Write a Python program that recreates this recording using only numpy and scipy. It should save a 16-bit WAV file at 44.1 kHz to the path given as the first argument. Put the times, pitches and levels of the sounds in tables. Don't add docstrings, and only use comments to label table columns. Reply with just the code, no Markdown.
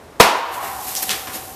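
import sys
import numpy as np
from scipy import signal
from scipy.fft import rfft, irfft
from scipy.io import wavfile
from scipy.ndimage import uniform_filter1d, minimum_filter1d

SR = 44100
rng = np.random.default_rng(int(sys.argv[2]) if len(sys.argv) > 2 else 0)


def persist_wave(psi):
    counts = np.round(np.clip(psi, -1, 1) * 32767).astype(np.int16)
    wavfile.write(sys.argv[1], SR, np.atleast_2d(counts).T)


N = 68355
T = np.arange(N) / SR
HZ = np.maximum(np.arange(N + 1) * SR / (2 * N), 1)
BANG_S = .2012

# freq_hz, relative_db
BLAST_EQ = [(30, -19), (130, -9), (250, 1.5), (480, 1.5), (690, 4.5), (830, -9), (1000, 2), (1220, 6.5),
            (1450, -10.5), (1900, -7), (4000, -19), (8000, -19), (14000, -38)]
def burst():
    tear_s, suction_delay_s, suction_width_s = .005, .0042, .0015
    tear_ramp = np.clip(1 + (T - BANG_S) / tear_s, 0, 1) * (T < BANG_S)
    tear = shaped(rng.standard_normal(N), hump(hz=5500, octaves=1.4)) * tear_ramp
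    roar = noise(BLAST_EQ) * swell(BANG_S, rise_s=.00027, decay_s=.0021, hold_s=.0076)
    suction = -np.exp(-((T - BANG_S - suction_delay_s) / suction_width_s) ** 2)
    return from_db(-16.5) * tear + from_db(13) * roar + from_db(6) * suction


# freq_hz, relative_db
SHED_EQ = [(40, -41), (130, -18), (250, -8), (450, 0), (750, 0.5), (1000, 1.5), (1500, -3.5), (2500, -5),
           (4500, -11.5), (8000, -17), (14000, -17)]
# freq_hz, t60_s
SHED_DECAY = [(60, 0.46), (220, 0.7), (500, 0.93), (1000, 1.45), (2000, 0.92), (4000, 0.84), (8000, 0.55),
              (14000, 0.36)]
def shed_response():
    spectrum, out = rfft(noise(SHED_EQ)), np.zeros(N)
    hz = np.maximum(np.arange(len(spectrum)) * SR / N, 20)
    band = np.round(3 * np.log2(hz))
    for k in np.unique(band):
        t60_s = at_hz(SHED_DECAY, 2 ** (k / 3))
        out += irfft(spectrum * (band == k), N) * np.exp(-np.log(1000) * T / t60_s)
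    return out


def bang_echoes(room):
    tail_db, early_db, early_decay_s = -6.5, 2.5, .047
    echoes = room * (from_db(tail_db) + from_db(early_db) * np.exp(-T / early_decay_s))
    return np.concatenate([np.zeros(int(BANG_S * SR)), echoes])[:N]


# pitch_hz, relative_db, t60_s
SHEET_MODES = [(518, -33, 0.43), (681, -19, 0.77), (751, -34.5, 8.3), (760, -31, 1.44), (783, -35, 5.1),
               (830, -29.5, 2.6), (842, -19.5, 0.7), (930, -15, 1.07), (981, -14.5, 0.85),
               (1004, -17, 1.13), (1087, -16, 1.0), (1208, -25, 0.8), (1864, -24.5, 0.53)]
# peak_s, gain_db, rise_s
SHEET_HITS = [(0.2, 2, 0.00087), (.59, -18, 0.025)]
def steel_sheets():
    waver_depth, waver_cutoff_hz = .59, 12
    out = np.zeros(N)
    for pitch_hz, relative_db, t60_s in SHEET_MODES:
        waver = 1 + waver_depth * shaped(rng.standard_normal(N), 1 / (1 + (HZ / waver_cutoff_hz) ** 2))
        for peak_s, gain_db, rise_s in SHEET_HITS:
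            tone = np.sin(2 * np.pi * (pitch_hz * T + rng.random()))
            envelope = swell(peak_s, rise_s, t60_s / np.log(1000))
            out += from_db(relative_db + gain_db) * waver * tone * envelope
    return out


# start_s, peak_db, pitch_hz
SCRAP_HITS = [(0.9525, -5, 7660), (0.963, -13, 7200), (1.0939, -3, 3800)]
def casing_scraps():
    first_bounce_s, per_bounce_db = .00045, -2
    out, bounce = np.zeros(N), np.arange(4)
    for start_s, peak_db, pitch_hz in SCRAP_HITS:
        contact_s = start_s + first_bounce_s * np.sqrt(bounce)
        contacts = np.zeros(N)
        contacts[(contact_s * SR).astype(int)] = from_db(per_bounce_db * bounce) * (-1) ** bounce
        snap = shaped(contacts, 1j * hump(pitch_hz, octaves=.89))
        out += from_db(peak_db) * snap / np.abs(snap).max()
    return out


# freq_hz, relative_db
FOIL_EQ = [(60, -13), (200, -8.5), (600, -5), (1500, -6), (3000, -3.5), (6000, -1.5), (9500, 0),
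           (13500, 3.5)]
# peak_s, level_db, rise_s, decay_s, pitch_hz, width_octaves, hiss_db, low_db
SWELL_AND_CLUMPS = [(0.648, -32.5, 0.037, 0.082, 1500, 0.49, -3, -8.5),
                    (0.884, -40.5, .012, 0.033, 1600, 0.51, 14, -9),
                    (0.966, -24.5, 0.0071, 0.038, 5600, 0.3, 1.5, -34),
                    (1.029, -25, 0.006, 0.013, 3360, 2, 8, -8),
                    (1.112, -17.5, 0.01, 0.016, 3070, 0.92, -13, -27),
                    (1.119, -23, 0.033, 0.055, 2450, 1.1, -7, -11.5),
                    (1.273, -29.5, 0.0017, 0.045, 1300, 0.79, -9, -9),
                    (1.357, -31.5, 0.029, 0.035, 1240, 2.7, 6, -4.5)]
def swell_and_clumps():
    out = np.zeros(N)
    for peak_s, level_db, rise_s, decay_s, pitch_hz, width_octaves, hiss_db, low_db in SWELL_AND_CLUMPS:
        body = shaped(grains(per_s=5400, spread_db=-1.5), hump(pitch_hz, width_octaves))
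        hiss = shaped(grains(per_s=5400, spread_db=-1.5), from_db(at_hz(FOIL_EQ, HZ)))
        low_end = shaped(rng.standard_normal(N), hump(hz=292, octaves=.61))
        layers = body + from_db(hiss_db) * hiss + from_db(low_db) * low_end
        out += from_db(level_db) * swell(peak_s, rise_s, decay_s) * layers
    return out


# time_s, level_db
RUSTLE_FADER = [(.33, -44), (.38, -35), (.44, -43), (.51, -39), (.54, -28.5), (.6, -34.5), (.66, -30.5),
                (.72, -32.5), (.8, -32), (.89, -25), (.94, -26), (1.07, -25.5), (1.2, -31.5), (1.3, -34.5),
                (1.44, -34), (1.55, -36.5)]
def confetti_rustle():
    time_s, level_db = np.transpose(RUSTLE_FADER)
    fader = from_db(np.interp(T, time_s, level_db)) * (T > time_s[0])
    return fader * shaped(grains(per_s=7000, spread_db=2), from_db(at_hz(FOIL_EQ, HZ)))


# freq_hz, relative_db
AIR_EQ = [(25, -23), (45, -8), (70, 0.5), (110, -3.5), (170, -5.5), (360, -4), (550, -4), (780, -7.5),
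          (1400, -12.5), (3000, -22.5), (7000, -27), (13800, -31)]
def outdoor_air():
    return from_db(-42) * noise(AIR_EQ)


def from_db(db):
    return 10 ** (np.asarray(db) / 20)


def rms_one(x):
    return x / np.sqrt(np.mean(x ** 2) + 1e-20)


def at_hz(points, hz):
    freq_hz, values = np.transpose(points)
    return np.interp(np.log(hz), np.log(freq_hz), values)


def shaped(x, gain):
    return rms_one(irfft(rfft(x, 2 * N) * gain)[:N])


def noise(eq):
    return shaped(rng.standard_normal(N), from_db(at_hz(eq, HZ)))


def hump(hz, octaves):
    return 1 / (1 + (np.log2(HZ / hz) / octaves) ** 2 / 2)


def grains(per_s, spread_db):
    sizes = from_db(spread_db * np.minimum(rng.exponential(1, N), 5))
    return (rng.random(N) < per_s / SR) * sizes * rng.choice([-1, 1], N)


def swell(peak_s, rise_s, decay_s, hold_s=0):
    return np.exp(-(np.minimum(T - peak_s, 0) / rise_s) ** 2 - np.maximum(T - peak_s - hold_s, 0) / decay_s)


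def scene():
    room = shed_response()
    aftermath = confetti_rustle() + swell_and_clumps() + casing_scraps()
    reverb = from_db(-13.5) * signal.fftconvolve(aftermath, room / np.sqrt(np.sum(room ** 2)))[:N]
    return (burst() + bang_echoes(room) + steel_sheets() + aftermath + reverb + outdoor_air())[None]


def gain_control(x):
    threshold_db, slope, release_db_per_s = -12, .59, 78
    lag_s, attack_s, hold_s = .009, .007, .23
    level_db = 10 * np.log10(np.abs(uniform_filter1d(x ** 2, size=256)) + 1e-12)
    cut_db = slope * np.maximum(level_db - threshold_db, 0)
    half_hold = int(hold_s * SR / 2)
    held_db = -minimum_filter1d(-cut_db, 2 * half_hold + 1, origin=half_hold, mode="constant")
    duck_db = np.maximum.accumulate(held_db + release_db_per_s * T) - release_db_per_s * T
    pole = np.exp(-1 / (attack_s * SR))
    smooth_db = signal.lfilter([1 - pole], [1, -pole], duck_db)
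    return from_db(-np.interp(T - lag_s, T, smooth_db))


def record(dry):
    cutoff_hz = 14100
    clipped = dry[0] / (1 + dry[0] ** 6) ** (1 / 6)
    lowpass = signal.ellip(12, .1, 80, cutoff_hz, fs=SR, output="sos")
    return signal.sosfilt(lowpass, clipped * gain_control(clipped))[None]


dry = scene()
out = record(dry)
persist_wave(out)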